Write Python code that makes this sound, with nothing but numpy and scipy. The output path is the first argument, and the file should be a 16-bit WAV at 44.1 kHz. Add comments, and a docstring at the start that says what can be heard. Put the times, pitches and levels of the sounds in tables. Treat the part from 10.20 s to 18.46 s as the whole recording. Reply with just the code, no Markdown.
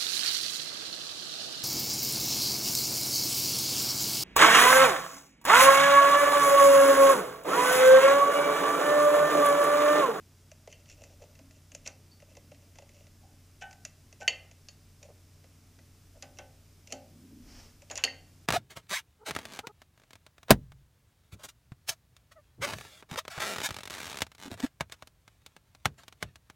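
"""A screw is worked into the cast-iron base of a workshop machine: the blade ticks and scrapes in the slot.
These contacts are short noise bursts sent through the resonances of blade and screw.
A loose steel fitting clanks loudly twice, among softer touches; knocks and groans make the casting ring:
both are sums of fading sine waves. A sleeve swishes as the hand draws back (shaped noise),
and behind it a motor hums (three slightly unsteady sines) over room noise and rumble."""
import sys
import numpy as np
from scipy import signal
from scipy.fft import rfft, irfft, next_fast_len
from scipy.io import wavfile
from scipy.ndimage import uniform_filter1d, map_coordinates

SR = 44100
rng = np.random.default_rng(int(sys.argv[2]) if len(sys.argv) > 2 else 0)


def wrap_up_sound(samples):
    """Save the sound to the file named by the first command line argument, as 16-bit audio."""
    columns = np.atleast_2d(samples).T
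    # keep every value between -1 and 1, then stretch to whole-number steps
    tamed = np.clip(columns, -1, 1)
    steps = np.round(tamed * 32767).astype(np.int16)
    wavfile.write(sys.argv[1], SR, steps)


N = 364266  # length in samples


def amp(db):
    """Turn decibels into a gain."""
    return 10 ** (np.asarray(db) / 20)


def unit(x):
    """Scale to rms 1."""
    return x / np.sqrt(np.mean(x ** 2) + 1e-20)


def burst(x):
    """Scale so that the loudest 5 ms have rms 1."""
    power = uniform_filter1d(x ** 2, size=220, mode="constant")
    return x / np.sqrt(power.max() + 1e-20)


def along(points, hz):
    """Read a curve of (f/Hz, value) points on a log frequency axis."""
    f, v = np.transpose(points)
    return np.interp(np.log(hz + 1), np.log(f + 1), v)


def wobble(rate):
    """A smooth random curve with `rate` random points a second."""
    knots = rng.standard_normal(int(N * rate / SR) + 4)
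    coarse = np.arange(0, N, SR // 700)
    curve = map_coordinates(knots, [coarse * rate / SR])
    return np.interp(np.arange(N), coarse, curve)


def swell(middle, width, db):
    """Gain that rises and falls smoothly around one moment (a bell curve; width is its standard deviation)."""
    t = np.arange(N) / SR
    return amp(db) * np.exp(-.5 * ((t - middle) / width) ** 2)


def filtered(x, response):
    """Multiply the spectrum of x by a response of frequency."""
    n = x.shape[-1]
    m = next_fast_len(n + 4096)
    spectrum = rfft(x, m) * response(np.fft.rfftfreq(m, 1 / SR))
    return irfft(spectrum, m)[..., :n]


def coloured(x, points, size=2048):
    """Filter x to the gain of (f/Hz, level/dB) points, with no sound ahead of its cause."""
    gain = amp(along(points, np.fft.rfftfreq(size, 1 / SR)))
    cepstrum = irfft(np.log(gain))
    # folding the cepstrum forward gives the minimum-phase filter
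    cepstrum[1:size // 2] *= 2
    cepstrum[size // 2 + 1:] = 0
    impulse = irfft(np.exp(rfft(cepstrum)))
    return signal.fftconvolve(x, impulse)[:len(x)]


def band(x, lo_hz, hi_hz):
    """Keep the band between two frequencies, with no sound ahead of its cause."""
    sos = signal.butter(2, [lo_hz, hi_hz], "band", fs=SR, output="sos")
    return signal.sosfilt(sos, x)


def noise(points):
    """Noise of rms 1 with the given spectrum."""
    return unit(filtered(rng.standard_normal(N), lambda hz: amp(along(points, hz))))


def add(track, s, x):
    """Mix x into the track at s seconds."""
    part = track[max(round(s * SR), 0):][:len(x)]
    part += x[:len(part)]


def resonance(hz, centre_hz, width_hz):
    """How one mode answers each frequency, in strength and phase."""
    return 1j * hz * width_hz / (centre_hz ** 2 - hz ** 2 + 1j * hz * width_hz)


def favour(hz, centre_hz, spread):
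    """The point struck favours the modes near one frequency; spread is in octaves."""
    return np.exp(-.5 * (np.log2(hz / centre_hz) / spread) ** 2)


def ring(modes, t, centre_hz, spread, scatter_db, blur, size=16):
    """Modes ring freely at new strengths for every blow; loose contact blurs each by a share of its frequency."""
    hz, db, t60 = np.transpose(modes)
    scattered_db = db + scatter_db * rng.standard_normal(len(hz))
    gain = amp(scattered_db) * favour(hz, centre_hz, spread)
    steps = rng.standard_normal((len(hz), len(t) // size + 1))
    start = 2 * np.pi * rng.random(len(hz))
    out = np.zeros(len(t))
    for k in np.flatnonzero(gain >= gain.max() * amp(-50)):  # skip the weakest modes
        # the phase takes a random walk, one step every `size` samples
        drift = np.cumsum(steps[k]) * np.sqrt(2 * np.pi * blur * hz[k] * size / SR)
        phase = 2 * np.pi * hz[k] * t + start[k] + np.repeat(drift, size)[:len(t)]
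        decay = np.exp(-np.log(1000) * t / t60[k])
        out += gain[k] * decay * np.sin(phase)
    return burst(out)


# resonances of the blade seated in the screw: (f/Hz, width/Hz, level/dB)
BLADE_MODES = [(587, 81, 1.5), (659, 90, -13.5), (1990, 150, -8.5), (2697, 204, 0), (4604, 267.5, -17),
               (5320, 1700, -20), (5850, 780, -5), (6897, 280, -5), (7156, 265, -4)]


def blade(force):
    """The resonances of blade and screw answer a force; neighbours have opposite signs."""
    def response(hz):
        return sum((-1) ** k * amp(db) * resonance(hz, centre_hz, width_hz)
                   for k, (centre_hz, width_hz, db) in enumerate(BLADE_MODES))
    return filtered(force, response)


# when the fingers spin the screw: (start t/s, end t/s)
SPINS = [(0.55, 1.45), (1.95, 2.9)]
FAINT_PER_S, FAINT_SCATTER_DB = 6, 2.5  # contacts a second, largest change of level either way


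def faint(typical):
    """Loosely spaced rows for each spin, like the typical one; its last two columns are levels and scatter."""
    rows = []
    for start, end in SPINS:
        for k, (place, strength) in enumerate(rng.random((32, 2))):
            s = start + (k + place) / FAINT_PER_S
            levels = np.array(typical[-2:]) + FAINT_SCATTER_DB * (2 * strength - 1)
            if s < end:
                rows.append((s, *typical[:-2], *levels))
    return rows


TICK_REF_DB = -50  # a middling snap
BODY_DB, BODY_GROWS = -50, .66  # its body before trim, and dB of body per dB of snap: harder is brighter
EDGE_HZ, EDGE_SCATTER_OCT = 5980, .07  # the tip's resonance shifts from contact to contact
# blade and screw contacts, levels before trim: (t/s, snap level/dB, low knock level/dB)
TICKS = [(0.314, -50, -47.5), (0.473, -52.5, -40.5), (0.524, -49, -62), (0.697, -50.5, -72),
         (0.836, -50.5, -60), (1.189, -57.5, -51.5), (1.516, -50.5, -59), (1.547, -39, -44.5),
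         (1.673, -33.5, -52), (2.02, -61, -48.5), (2.167, -51.5, -47), (2.315, -58, -45), (2.584, -50, -48),
         (2.62, -61, -50.5), (3.508, -53, -66), (3.527, -53, -66), (3.649, -35, -49.5), (3.925, -52, -55.5),
         (4.008, -51, -48), (4.311, -54.5, -60), (4.484, -43.5, -58), (4.827, -49, -57), (5.24, -63, -57.5),
         (5.587, -61.5, -62), (6.022, -40, -62), (6.185, -43, -57), (6.671, -49.5, -60),
         (6.722, -33.5, -62), (7.618, -55, -53), (7.754, -35.5, -51), (7.774, -30, -56)]
# a typical faint tick, before trim: (snap level/dB, low knock level/dB)
FAINT_TICK = (-61, -64)
# colour of a light contact: (f/Hz, level/dB)
SNAP_COLOUR = [(150, -16), (500, -12), (1200, 1), (3000, 0.5), (5500, 7.5), (7300, -16), (8300, -18),
               (10500, -4), (15000, -21)]


def ticks(snap_t60=0.023, chatter_db=-20, chatter_t60=0.21, snap_db=-13, knock_t60=0.04,
          knock_rise=0.00232, tip_width_hz=1500, tip_t60=.1, lag=.0015):
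    """Each slip of the blade is a snap with a brief chatter; the heavier low knock swells just after it."""
    out, t = np.zeros(N), np.arange(SR // 8) / SR
    for s, db, knock_db in TICKS + faint(FAINT_TICK):
        fade = amp(-60 * t / snap_t60) + amp(chatter_db - 60 * t / chatter_t60)
        force = rng.standard_normal(len(t)) * fade
        push = rng.standard_normal(len(t)) * amp(-60 * t / knock_t60) * (1 - np.exp(-t / knock_rise))
        snap = blade(force) + amp(snap_db) * coloured(force, SNAP_COLOUR)
        edge_hz = EDGE_HZ * 2 ** (EDGE_SCATTER_OCT * rng.standard_normal())
        tip = filtered(snap, lambda hz: 0.11 + resonance(hz, edge_hz, tip_width_hz))
        body_db = BODY_DB + BODY_GROWS * (db - TICK_REF_DB)
        # three bands from low to high, each with its trim in dB
        knock = amp(knock_db - 3.5) * burst(band(blade(push), 339.5, 980))
        body = amp(body_db - 4.5) * burst(band(snap, 1360, 3400))
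        edge = amp(db - 1.7) * burst(band(tip, 3930, 13000) * amp(-60 * t / tip_t60))
        add(out, s + lag, knock + body + edge)
    return out


# firmer rubs of the thread, before trim: (middle t/s, nominal length/s, knock level/dB, rasp level/dB)
STROKES = [(0.51, .025, -66, -57), (0.713, .046, -64.5, -54), (0.835, .08, -51, -54),
           (1.026, 0.039, -49, -58), (1.665, 0.021, -50, -41), (2.783, 0.11, -58.5, -62.5),
           (3.423, .018, -56.5, -45.5), (4.02, .025, -47.5, -48.5), (4.84, .04, -52, -62),
           (4.899, 0.021, -53, -68), (5.964, 0.03, -57, -72), (6.174, .025, -61, -58),
           (6.712, .036, -55, -52), (7.722, .03, -48, -52), (7.766, 0.018, -47, -42)]
# a typical faint rub, before trim: (nominal length/s, knock level/dB, rasp level/dB)
FAINT_RUB = (0.038, -63, -65.5)


def scrapes(slip_rate=420, friction=0.062, level_db=-0.5):
    """Turning the screw drags the thread through a run of tiny slips, on average slip_rate a second."""
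    out, t = np.zeros(N), np.arange(SR // 5) / SR
    for s, length, knock_db, rasp_db in STROKES + faint(FAINT_RUB):
        slipping = rng.random(len(t)) < slip_rate / SR
        slips = rng.standard_normal(len(t)) * (friction + slipping)
        stroke = np.exp(-2 * ((t - t.mean()) / length * 1.29) ** 2)
        x = blade(slips * stroke)
        knock = amp(knock_db) * burst(band(x, 350, 899))
        rasp = amp(rasp_db) * burst(band(x, 1800, 8820))
        add(out, s - t.mean(), knock + rasp)
    return amp(level_db) * out


# the fitting hits the base, crack before trim:
# (t/s, ring level/dB, crack level/dB, favoured f/Hz, spread/octaves, ring length factor)
CLANKS = [(0.526, -51, -67, 2700, .6, 1.3), (1.916, -60, -82, 4600, 0.033, 1.6),
          (4.0783, -18, -24, 2950, 1.23, .8), (4.486, -51.5, -68, 5550, 0.48, 1.03),
          (6.723, -44, -38.5, 3620, 0.37, .91), (7.7, -50, -44, 3000, 1, .5),
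          (7.712, -39, -37, 7300, .15, 0.46), (7.8383, -21, -21, 2900, 2.1, 0.81),
          (7.84, -38, -60, 11300, 0.27, .59), (7.849, -26.5, -36.5, 4800, .3, 0.47),
          (7.876, -37.5, -61, 1940, .12, .9), (7.879, -49, -59, 4200, .48, 3.1)]
# modes of the steel fitting, before the length factor: (f/Hz, level/dB, t60/s)
STEEL_MODES = [(555, -11, .08), (708, -17, .15), (1510, -19, .08), (1870, -12, .17), (2033, -7, .08),
               (2115, -9, .12), (2365, -11, .12), (2437, -11, .08), (2692, -1, .09), (2765, -5, .22),
               (2940, -2, .12), (3030, -8, .07), (3143, -4, .11), (4435, -4, .14), (4525, -6, .16),
               (4690, -13, .08), (5300, -19, .06), (6330, -6, .11), (6810, -8, .15), (7310, -18, .07),
               (8720, -19, .06), (9240, -26, .05), (11700, -30, .07)]
# colour of a hard contact: (f/Hz, level/dB)
CRACK_COLOUR = [(150, -24), (550, -3), (1200, -11), (2600, -5), (3700, -5), (6500, -2.5), (8500, -15.5),
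                (15000, -30.5)]


def clanks(crack_t60=0.029, settle_db=5, settle_t60=0.052):
    """Steel on iron: a crack, then a ring that the hand damps more or less."""
    out, t = np.zeros(N), np.arange(SR // 3) / SR
    for s, ring_db, crack_db, centre_hz, spread, length in CLANKS:
        modes = np.array(STEEL_MODES) * [1, 1, length]
        # a firm grip swallows the first swings
        settle = 1 + amp(settle_db - 60 * t / settle_t60) / length ** 2
        tone = ring(modes, t, centre_hz, spread, scatter_db=0.5, blur=0.0011)
        tone = tone * settle * (1 - np.exp(-t / 0.00031))
        crack = coloured(rng.standard_normal(len(t)) * amp(-60 * t / crack_t60), CRACK_COLOUR)
        add(out, s, amp(ring_db) * burst(tone) + amp(crack_db - 4.5) * burst(crack))
    return out


# knocks that reach the casting, before the swell: (t/s, ring level/dB, thud level/dB, favoured f/Hz, spread/octaves)
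KNOCKS = [(1.21, -54.5, -60, 242, .3), (1.665, -55, -49, 700, 1.6), (3.03, -61, -68, 785, .42),
          (3.415, -53, -47, 2300, .6), (4.079, -47, -38, 600, .5), (6.025, -52.5, -51.5, 890, 1.9),
          (6.187, -48, -48, 926, 1.6), (6.724, -42.5, -51, 432, 1.14), (7.706, -48, -40, 597, 1.5),
          (7.779, -50, -40.5, 2000, 1.4), (7.839, -42, -40, 600, 1.6)]
# modes of the casting: (f/Hz, level/dB, t60/s)
CASTING_MODES = [(232, -8, .45), (270, -2, .45), (365, -7, .3), (450, -11, .35), (531, -3, .45),
                 (585, -2, .4), (640, -7, .3), (711, -5, .4), (757, -2, .35), (802, 0, .38), (853, -9, .3),
                 (1523, -4, .3), (1825, -13, .25), (2305, -12, .18), (2645, -8, .16), (2960, -8, .22),
                 (3140, -11, .2)]
# the base's dense short modes: (f/Hz, level/dB)
THUD_COLOUR = [(120, -24.5), (280, -9.5), (450, -7), (620, -5), (820, -11.5), (1100, -10.5), (2000, -8),
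               (3100, -8), (3800, -15), (4600, -21.5), (9000, -47.5)]


def casting(rise=0.0025, thud_t60=0.13):
    """The heavy base takes a moment to swell: a dense thud, then a few modes ring on."""
    out, t = np.zeros(N), np.arange(SR // 3) / SR
    for s, ring_db, thud_db, centre_hz, spread in KNOCKS:
        dense = coloured(rng.standard_normal(len(t)), THUD_COLOUR)
        thud = filtered(dense, lambda hz: favour(hz + 1, centre_hz, spread)) * amp(-60 * t / thud_t60)
        tone = ring(CASTING_MODES, t, centre_hz, spread, scatter_db=1.0, blur=0.00259)
        blow = amp(ring_db) * tone + amp(thud_db) * burst(thud)
        add(out, s, blow * (1 - np.exp(-t / rise)))
    return out


GROAN_HZ, GROAN_SPREAD_OCT = 800, .24  # pitch and its spread
GROAN_FALL_DB = 2.8  # loss at the octave; higher multiples fall faster
# the screw binds and the casting groans, level of the lowest multiple before the swell: (t/s, level/dB)
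GROANS = [(3.42, -41), (4.014, -43)]


def groans(rise=.003, count=3):
    """A binding screw judders and rings the casting's modes near the first multiples of its pitch."""
    out, t = np.zeros(N), np.arange(SR // 3) / SR
    for s, db in GROANS:
        for k in range(1, count + 1):
            tone = ring(CASTING_MODES, t, k * GROAN_HZ, GROAN_SPREAD_OCT, scatter_db=0.0, blur=0.0045)
            level = amp(db - GROAN_FALL_DB * (k - 1) ** 2)
            add(out, s, level * tone * (1 - np.exp(-t / rise)))
    return out


# the arm draws back: middle (s), width (s) and peak level (dB) of the shuffle and the swish
SHUFFLE_S, SHUFFLE_WIDTH_S, SHUFFLE_DB = 7.18, 0.21, -56.5
SWISH_S, SWISH_WIDTH_S, SWISH_DB = 7.38, .08, -56
# colour of the swish: (f/Hz, level/dB per Hz)
CLOTH_COLOUR = [(240, -36), (400, 1), (791, -1), (1120, -5), (2090, -3.5), (3340, -5.5), (3610, -10),
                (5350, 2.5), (8960, -16), (15000, -28)]
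# colour of the low shuffle: (f/Hz, level/dB per Hz)
SHUFFLE_COLOUR = [(120, -29), (190, -2.5), (245, 2.5), (330, -7), (450, -18.5), (800, -39.5)]


def sleeve():
    """Cloth slides as the arm draws back: a low shuffle, then a soft swish of fluttering level."""
    shuffle = swell(SHUFFLE_S, SHUFFLE_WIDTH_S, SHUFFLE_DB) * noise(SHUFFLE_COLOUR)
    flutter = amp(0.89 * wobble(86))
    swish = swell(SWISH_S, SWISH_WIDTH_S, SWISH_DB) * flutter * noise(CLOTH_COLOUR)
    return shuffle + swish


RUMBLE_DB, LOW_ROOM_DB, AIR_DB = -65, -65.5, -66.5  # the room's low end and its noise
DRIFT_DB, DRIFT_PER_S = 1.35, 2.1  # slow drift of the low end
DRAUGHT_DB = -57  # peak rumble of the arm's draught
# motor lines: (f/Hz, level/dB)
HUM_LINES = [(90.3, -57.5), (150.8, -68), (229.5, -75)]
# colour of the room noise, before its low cut: (f/Hz, level/dB per Hz)
AIR_COLOUR = [(12, -40), (20, -10.5), (42, -3), (59, -8.5), (74, -4), (92, 0), (115, -21.5), (152, -12.5),
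              (180, -26), (281, -18.5), (351, -27.5), (438, -20), (504, -34), (563, -25), (903, -32.5),
              (1230, -32), (1910, -34.5), (2140, -33), (4290, -35.5), (5060, -30.5), (15400, -43)]


def workshop():
    """A slightly unsteady motor hum over room noise and rumble, which swells as the arm moves."""
    t = np.arange(N) / SR
    hum = np.zeros(N)
    for hz, db in HUM_LINES:
        level = amp(db + .5 * wobble(3.42))
        hum += level * np.sin(2 * np.pi * hz * t + .15 * wobble(1))
    steady = amp(RUMBLE_DB + DRIFT_DB * wobble(DRIFT_PER_S))
    draught = swell(SWISH_S, 2 * SWISH_WIDTH_S, DRAUGHT_DB)
    rumble_colour = [(8, -27), (22, -1.0), (35, -0.5), (58, -3), (110, -8), (200, -38)]
    rumble = np.hypot(steady, draught) * noise(rumble_colour)
    low_gain = amp(LOW_ROOM_DB + DRIFT_DB * wobble(DRIFT_PER_S) + 1.1 * wobble(6))
    low = low_gain * noise([(70, -25.5), (118, 0), (190, -6.5), (270, -4.5), (340, -11.5), (600, -34.5)])
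    air = unit(filtered(noise(AIR_COLOUR), lambda hz: 1 / (1 + (300 / (hz + 1)) ** 4)))  # cut the lows
    return hum + rumble + low + amp(AIR_DB) * air


# how long the workshop's echo lasts: (f/Hz, t60/s)
ROOM_DECAY = [(200, 0.56), (700, 0.6), (3000, 0.33), (7000, 0.22), (14000, .12)]


def room(x, delay=.006):
    """The workshop's tail is fading noise that starts after a short delay; treble dies first."""
    hz, t, z = signal.stft(rng.standard_normal(SR // 2), SR, nperseg=256)
    fade = amp(-60 * t / along(ROOM_DECAY, hz)[:, None])
    tail = signal.istft(z * fade, SR, nperseg=256)[1]
    tail = tail / np.linalg.norm(tail)
    return signal.fftconvolve(x, np.pad(tail, (int(delay * SR), 0)))[:N]


def scene():
    """All sources sit in the middle; only a faint hiss differs between the sides."""
    work = ticks() + scrapes() + clanks() + casting() + groans()
    mid = work + amp(-15) * room(work) + sleeve() + workshop()
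    side = amp(-75.0) * noise([(100, -6.5), (3000, -4), (7000, -1.5), (15000, -2)])
    return np.array([mid + side, mid - side])


TOP_HZ = 15500


def record(dry):
    """Nothing above the band limit is kept."""
    return filtered(dry, lambda hz: hz < TOP_HZ)


dry = scene()
out = record(dry)
wrap_up_sound(out)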